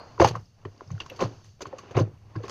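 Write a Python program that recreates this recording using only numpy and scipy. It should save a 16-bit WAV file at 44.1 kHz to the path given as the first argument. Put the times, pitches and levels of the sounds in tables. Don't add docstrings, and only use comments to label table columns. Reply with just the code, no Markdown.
import sys
import numpy as np
from scipy import signal
from scipy.fft import rfft, irfft, next_fast_len
from scipy.io import wavfile
from scipy.ndimage import uniform_filter1d, map_coordinates

SR = 44100
rng = np.random.default_rng(int(sys.argv[2]) if len(sys.argv) > 2 else 0)


def persist_wave(psi):
    counts = np.round(np.clip(psi, -1, 1) * 32767).astype(np.int16)
    wavfile.write(sys.argv[1], SR, np.atleast_2d(counts).T)


def nominal_scale(level):
    x = np.asarray(level, float) / 20
    return 10 ** x


N = 110250


def unit(x):
    return x / np.sqrt(np.mean(x ** 2) + 1e-20)


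def along(points, hz):
    f, value = np.transpose(points)
    return np.interp(np.log(hz + 1), np.log(f + 1), value)


def over_time(points):
    return np.interp(np.arange(N) / SR, *np.transpose(points))


def wobble(rate):
    knots = rng.standard_normal(int(N * rate / SR) + 4)
    return map_coordinates(knots, [np.arange(N) * rate / SR])


def filtered(x, response):
    size = next_fast_len(N + SR // 2)
    spectrum = rfft(x, size) * response(np.fft.rfftfreq(size, 1 / SR))
    return irfft(spectrum, size)[..., :N]


def bump(hz, centre, width):
    return 1 / (1 + ((hz - centre) / width * 2) ** 2)


def above(hz, edge):
    return 1 / (1 + (edge / (hz + 1)) ** 4)


# f/Hz, width/Hz, level/dB
HOUSING = [(1090, 100, 4), (2790, 500, 5.5), (4540, 360, 7.5), (6244, 410, 7)]


def noise(spectrum):
    def response(hz):
        housing_db = sum(db * bump(hz, centre, width) for centre, width, db in HOUSING)
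        return nominal_scale(along(spectrum, hz) + housing_db)
    return unit(filtered(rng.standard_normal(N), response))


def add(out, s, sound):
    part = out[round(s * SR):][:len(sound)]
    part += sound[:len(part)]


def spatter(x, depth_db, size):
    z = signal.stft(x, nperseg=size)[2]
    field = uniform_filter1d(rng.standard_normal(z.shape), 2, 0)
    field = uniform_filter1d(field, 2, 1)
    return unit(signal.istft(z * nominal_scale(depth_db * unit(field)), nperseg=size)[1][:N])


# f/Hz, level/dB per Hz
AIR_COLOUR = [(20, -9.5), (55, -16.5), (105, -5), (250, -22.5), (1300, -34), (6800, -49), (8000, -52),
              (15400, -55.5)]


def still_air():
    return nominal_scale(-61.5) * noise(AIR_COLOUR)


# f/Hz, width/Hz, level/dB
EARLIER_RINGS = [(850, 930, -46.5), (4300, 140, -60), (4800, 140, -63.5)]


def earlier_slap():
    t60 = 0.71
    rings = np.zeros(N)
    for centre, width, db in EARLIER_RINGS:
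        hiss = rng.standard_normal(N)
        rings += nominal_scale(db) * unit(filtered(hiss, lambda hz: bump(hz, centre, width)))
    return rings * nominal_scale(-60 * np.arange(N) / SR / t60)


# t/s, level/dB
EFFORT = [(0, -53), (0.161, -56), (0.353, -44.5), (0.501, -82), (0.618, -61.5), (0.719, -61),
          (0.859, -57.5), (1.05, -53.5), (1.17, -49.5), (1.362, -53.5), (1.56, -80), (1.66, -55.5),
          (1.86, -48), (2.047, -54.5), (2.202, -66.5), (2.299, -58), (2.5, -46.5)]
# f/Hz, level/dB per Hz
STICKY_COLOUR = [(100, -42), (200, 2.5), (800, -2), (1900, -12.5), (4200, -24), (6800, -33.5), (8000, -49),
                 (15400, -67)]


def crackle():
    grain = nominal_scale(0.5 * wobble(210) + 0.98 * wobble(36))
    ticking = unit(spatter(noise(STICKY_COLOUR), 2.9, size=256) * grain)
    return nominal_scale(over_time(EFFORT) - 2) * ticking


def moving(curve, spectrum, lumpy_db):
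    return nominal_scale(over_time(curve) + lumpy_db * wobble(6.6)) * noise(spectrum)


# t/s, level/dB
SLEEVE_MOVES = [(0, -71), (.3, -66), (.5, -73), (.8, -74), (1, -68), (1.3, -61.5), (1.5, -69.5),
                (1.58, -74.5), (1.8, -67), (2.05, -74.5), (2.3, -75), (2.5, -62.5)]
# f/Hz, level/dB per Hz
CLOTH_COLOUR = [(1500, -41), (3000, -9), (4200, -6), (5400, -1.5), (6700, -6), (7300, -17.5), (8200, -32),
                (15400, -35)]


def sleeves():
    return moving(SLEEVE_MOVES, CLOTH_COLOUR, lumpy_db=2.0)


# t/s, level/dB
WEIGHT = [(0, -58.5), (.2, -53), (.42, -47.5), (.55, -65.5), (.7, -50), (.82, -67.5), (.9, -49.5),
          (1.1, -54.5), (1.3, -49.5), (1.45, -57), (1.6, -58.5), (1.68, -57), (1.8, -59.5), (2.1, -49),
          (2.3, -55.5), (2.5, -47)]
# f/Hz, level/dB per Hz
TOP_COLOUR = [(20, -14.5), (60, -11), (105, 2), (170, -13), (260, -28), (600, -59)]


def leaning():
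    return moving(WEIGHT, TOP_COLOUR, lumpy_db=2.5)


# t/s, peak level/dB, f/Hz, life/s
PALM_POPS = [(.178, -33.5, 1025, 0.0052), (0.1991, -8, 902, 0.0028), (.204, -4.5, 352, 0.0052),
             (.2125, -13, 657, 0.013), (.2205, -9, 529.6, 0.011), (.231, -25, 614, 0.012),
             (0.245, -3, 875, 0.004), (.252, -18, 786, 0.0085), (0.261, -26.5, 508, 0.016),
             (1.191, -30.5, 1098, 0.0066), (1.203, -25, 715, 0.0032), (1.211, -23.5, 1054, 0.012),
             (1.218, -14.5, 457, 0.0026), (1.223, -17.5, 361, 0.0081), (1.232, -27.5, 528, 0.0093),
             (1.246, -38, 291, 0.0316), (1.955, -28.5, 492, 0.016), (1.969, -23.5, 699, 0.0089),
             (1.974, -11, 383, 0.0041), (1.986, -22.5, 1049, 0.0078), (1.994, -18.5, 513.5, 0.013),
             (1.998, -23, 334, 0.0052), (2.006, -17, 325, 0.007)]
# t/s, peak level/dB, f/Hz, life/s
FINGERTIP_POPS = [(0.353, -19, 1093, 0.0034), (0.363, -30.5, 506, 0.0048), (0.6507, -30.5, 1107, 0.0032),
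                  (0.656, -28, 370, 0.0039), (0.807, -34, 1037, 0.0039), (0.816, -35.5, 403, 0.0037),
                  (.903, -38.5, 1077, 0.0042), (1.0027, -31.5, 1090, 0.0038), (1.001, -26, 2794, 0.0057),
                  (1.061, -39, 1090, 0.0044), (1.098, -33.5, 2720, 0.0043), (1.098, -52, 11800, 0.0029),
                  (1.115, -36, 527, 0.0106), (1.608, -34.5, 1007, 0.0033), (1.62, -42, 910, 0.0071),
                  (1.624, -31, 390, 0.0059), (1.655, -27.5, 1138, 0.0033), (1.668, -33, 387, 0.0082),
                  (1.728, -31.5, 850, 0.003), (1.731, -28.5, 527, 0.0093), (1.785, -40.5, 1120, 0.0098),
                  (1.86, -50.5, 420, 0.0091), (1.909, -37.5, 544, 0.0088), (2.353, -34, 1060, 0.0073),
                  (2.36, -29.5, 323.5, 0.013), (2.402, -33.5, 494, 0.0076), (2.438, -31.5, 345, 0.0058),
                  (2.481, -34, 1090, 0.006)]
# t/s, peak level/dB, f/Hz, life/s
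TINY_POPS = [(.185, -32, 450, 0.0069), (.2005, -23.5, 1340, .002), (.216, -10.5, 1053, 0.0052),
             (.652, -45, 3060, .003), (.652, -39, 1877, .003), (.951, -50, 1470, 0.0021),
             (.979, -41, 1450, 0.0022), (1.0015, -32.5, 3310, 0.0028), (1.103, -45, 2830, 0.0033),
             (1.224, -18.5, 528, 0.0034), (1.236, -24.5, 1106, 0.0029), (1.248, -34, 1120, 0.0035),
             (1.257, -31, 600, .004), (1.727, -47.5, 1840, 0.0048), (1.784, -43.5, 2520, 0.0042),
             (1.943, -41.5, 1270, 0.0047), (1.952, -29, 970, 0.0018), (1.968, -44, 1920, .002),
             (1.973, -33, 2785, 0.0037), (2.021, -37, 1060, 0.0042), (2.361, -39, 1633, 0.0049),
             (2.436, -38.5, 1090, .01)]


def pops():
    rise, sag, rough = 0.24, 0.04, 0.42
    overtone_db = -22.5
    out, t = np.zeros(N), np.arange(SR // 10) / SR
    for s, db, hz, life in PALM_POPS + FINGERTIP_POPS + TINY_POPS:
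        knots = rng.standard_normal((2, 512))
        timing, strength = map_coordinates(knots, [[0 * t, 0 * t + 1], [t * hz, t * hz]])
        age = t / life
        sagging = t * (1 + sag) - sag * t * np.minimum(age, 3) / 2
        phase = 2 * np.pi * hz * sagging + rough * timing
        body = np.sin(phase) + nominal_scale(overtone_db) * np.sin(2 * phase + strength)
        swell = (1 - np.exp(-age / rise)) ** 2 * np.exp(-age ** 1.11)
        add(out, s, 1.62 * nominal_scale(db) * swell * (1 + rough * np.tanh(strength)) * body)
    return out


# t/s, level/dB, brightness/dB, t60/s
SKIN_SMACKS = [(0.19, -36.5, -4, 0.027), (0.197, -19, -4, 0.17), (0.2424, -18, -0.5, 0.071),
               (0.271, -29.5, 5, 0.094), (0.283, -32, 11, 0.028), (0.353, -49, 9.5, 0.05),
               (0.649, -44.5, -10, 0.067), (0.806, -50, 0, 0.022), (.877, -68, -4, 0.028),
               (0.903, -46.5, -2.5, 0.086), (1.0015, -39.5, -2.5, 0.1), (1.061, -40.5, 3.5, 0.025),
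               (1.099, -46.5, -3, 0.134), (1.16, -54.5, 11.5, 0.052), (1.189, -32.5, -6.5, 0.2),
               (1.204, -28, -1, 0.15), (1.437, -62, 12, 0.21), (1.591, -55, -3, 0.037),
               (1.606, -37, 0, 0.063), (1.617, -39, 7.5, 0.0535), (1.652, -38.5, -10, 0.073),
               (1.664, -55, 10, 0.062), (1.782, -53, 11.5, 0.077), (1.908, -38.5, -4, 0.055),
               (1.946, -29.5, -17, 0.15), (1.964, -23, -9, 0.11), (1.99, -31, 0.5, 0.07),
               (2.011, -39.5, -2.5, 0.043), (2.355, -43, -4, 0.046)]
# t/s, level/dB, brightness/dB, t60/s
FINAL_SMACKS = [
    (2.431, -40, -3, 0.16),
    (2.48, -43.5, 8.5, 0.04),
    (2.494, -36, 9.5, 0.11),
]
# f/Hz, level/dB per Hz
WET_COLOUR = [(150, -38.5), (330, 2.5), (1000, -8.5), (1450, -12), (2740, -17.5), (6500, -20),
              (7870, -39.5), (15400, -45.5)]


def smacks():
    bright_hz, fizz_hz = 2350, 8000
    power, t = np.zeros((3, N)), np.arange(SR // 2) / SR
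    for s, db, bright_db, t60 in SKIN_SMACKS + FINAL_SMACKS:
        rise = 0.085 * t60 ** 2 + 0.0015
        burst = nominal_scale(db - 60 * (t / t60) ** 1.33) * (1 - np.exp(-t / rise))
        for share, band in zip((0, 1, 1.4), power):
            add(band, s, (burst * nominal_scale(share * bright_db)) ** 2)
    droplets = spatter(noise(WET_COLOUR), 4.5, size=128)
    wet = unit(droplets * nominal_scale(0.5 * wobble(420)))

    def split(hz):
        bright, fizz = above(hz, bright_hz), above(hz, fizz_hz)
        return np.array([1 - bright, bright - fizz, fizz])
    return (np.sqrt(power) * filtered(wet, split)).sum(0)


# t/s, peak level/dB, f/Hz
PUSHES = [(0.201, -14.5, 86.8), (0.242, -17.5, 115.5), (0.299, -22.5, 116.4), (0.353, -28, 119.7),
          (0.399, -36.5, 115.9), (0.651, -28, 98.5), (0.866, -34, 98), (0.908, -24, 117), (0.928, -23, 103),
          (1.215, -24.5, 182.5), (1.24, -21.5, 111), (1.91, -36.5, 107), (1.954, -16.5, 102.6),
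          (1.971, -12.5, 102.2), (2.004, -15, 110.7), (2.061, -26, 108.6), (2.358, -20, 108.3),
          (2.396, -32, 110.4), (1.663, -40, 97.7), (2.02, -20.5, 108.6)]


def table():
    rise, t60 = 0.0053, 0.18
    second, second_db = 1.4, -3.5
    out, t = np.zeros(N), np.arange(SR // 2) / SR
    fall_db = -60 * (t / t60) ** 1.066
    for s, db, hz in PUSHES:
        first_mode = np.sin(2 * np.pi * hz * t)
        second_mode = np.sin(2 * np.pi * hz * second * t + rng.uniform(0, 2 * np.pi))
        ring = first_mode + nominal_scale(second_db + fall_db) * second_mode
        add(out, s, -nominal_scale(db + fall_db) * (1 - np.exp(-t / rise)) * ring)
    unsteady = out * (1 + 0.3 * wobble(70))
    return filtered(unsteady, lambda hz: above(hz, 62.4))


# t/s, peak level/dB, f/Hz
THREADS = [(.3966, -50.5, 5000), (.4565, -52, 5210), (.7358, -59, 5230), (0.7768, -52.5, 4850),
           (.7772, -58, 6100), (0.875, -50, 5200), (.9149, -46.5, 6400), (1.002, -37, 6100),
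           (1.002, -34.5, 4720), (1.1, -45, 5900), (1.618, -28.5, 6390), (1.62, -36.5, 4800),
           (1.669, -44.5, 6400), (1.7846, -38.5, 6300), (2.361, -43.5, 4800)]


def snaps():
    t60, rise, width = 0.022, 0.0009, 0.1
    out, t = np.zeros(N), np.arange(SR // 16) / SR
    for s, db, hz in THREADS:
        near = np.exp(-((np.fft.rfftfreq(len(t), 1 / SR) / hz - 1) / width) ** 2)
        hiss = unit(irfft(rfft(rng.standard_normal(len(t))) * near, len(t)))
        add(out, s, nominal_scale(db - 3 - 60 * t / t60) * (1 - np.exp(-t / rise)) * hiss)
    return out


# f/Hz, t60/s
ROOM_DECAY = [(100, 0.32), (1000, 0.16), (8000, 0.11)]


def room(x):
    steady = 0.8
    hz, t, z = signal.stft(rng.standard_normal(SR // 2), SR, nperseg=256)
    fading = z * nominal_scale(-60 * t / along(ROOM_DECAY, hz)[:, None])
    tail = signal.istft(fading, SR, nperseg=256)[1]
    delayed = np.pad(x, (200, 0))
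    answer = signal.fftconvolve(delayed, tail / np.linalg.norm(tail))[:N]
    return nominal_scale(-14.5) * answer * (steady + wobble(500)) / np.hypot(steady, 1)


def scene():
    around = still_air() + earlier_slap() + crackle() + sleeves() + leaning()
    near = pops() + smacks() + snaps()
    return (near + table() + room(near) + around)[None]


def roll_off(x):
    return signal.sosfilt(signal.butter(12, 15560, fs=SR, output="sos"), x)


def record(dry):
    mix = filtered(dry, lambda hz: hz < 15560)
    return roll_off(mix)


dry = scene()
out = record(dry)
persist_wave(out)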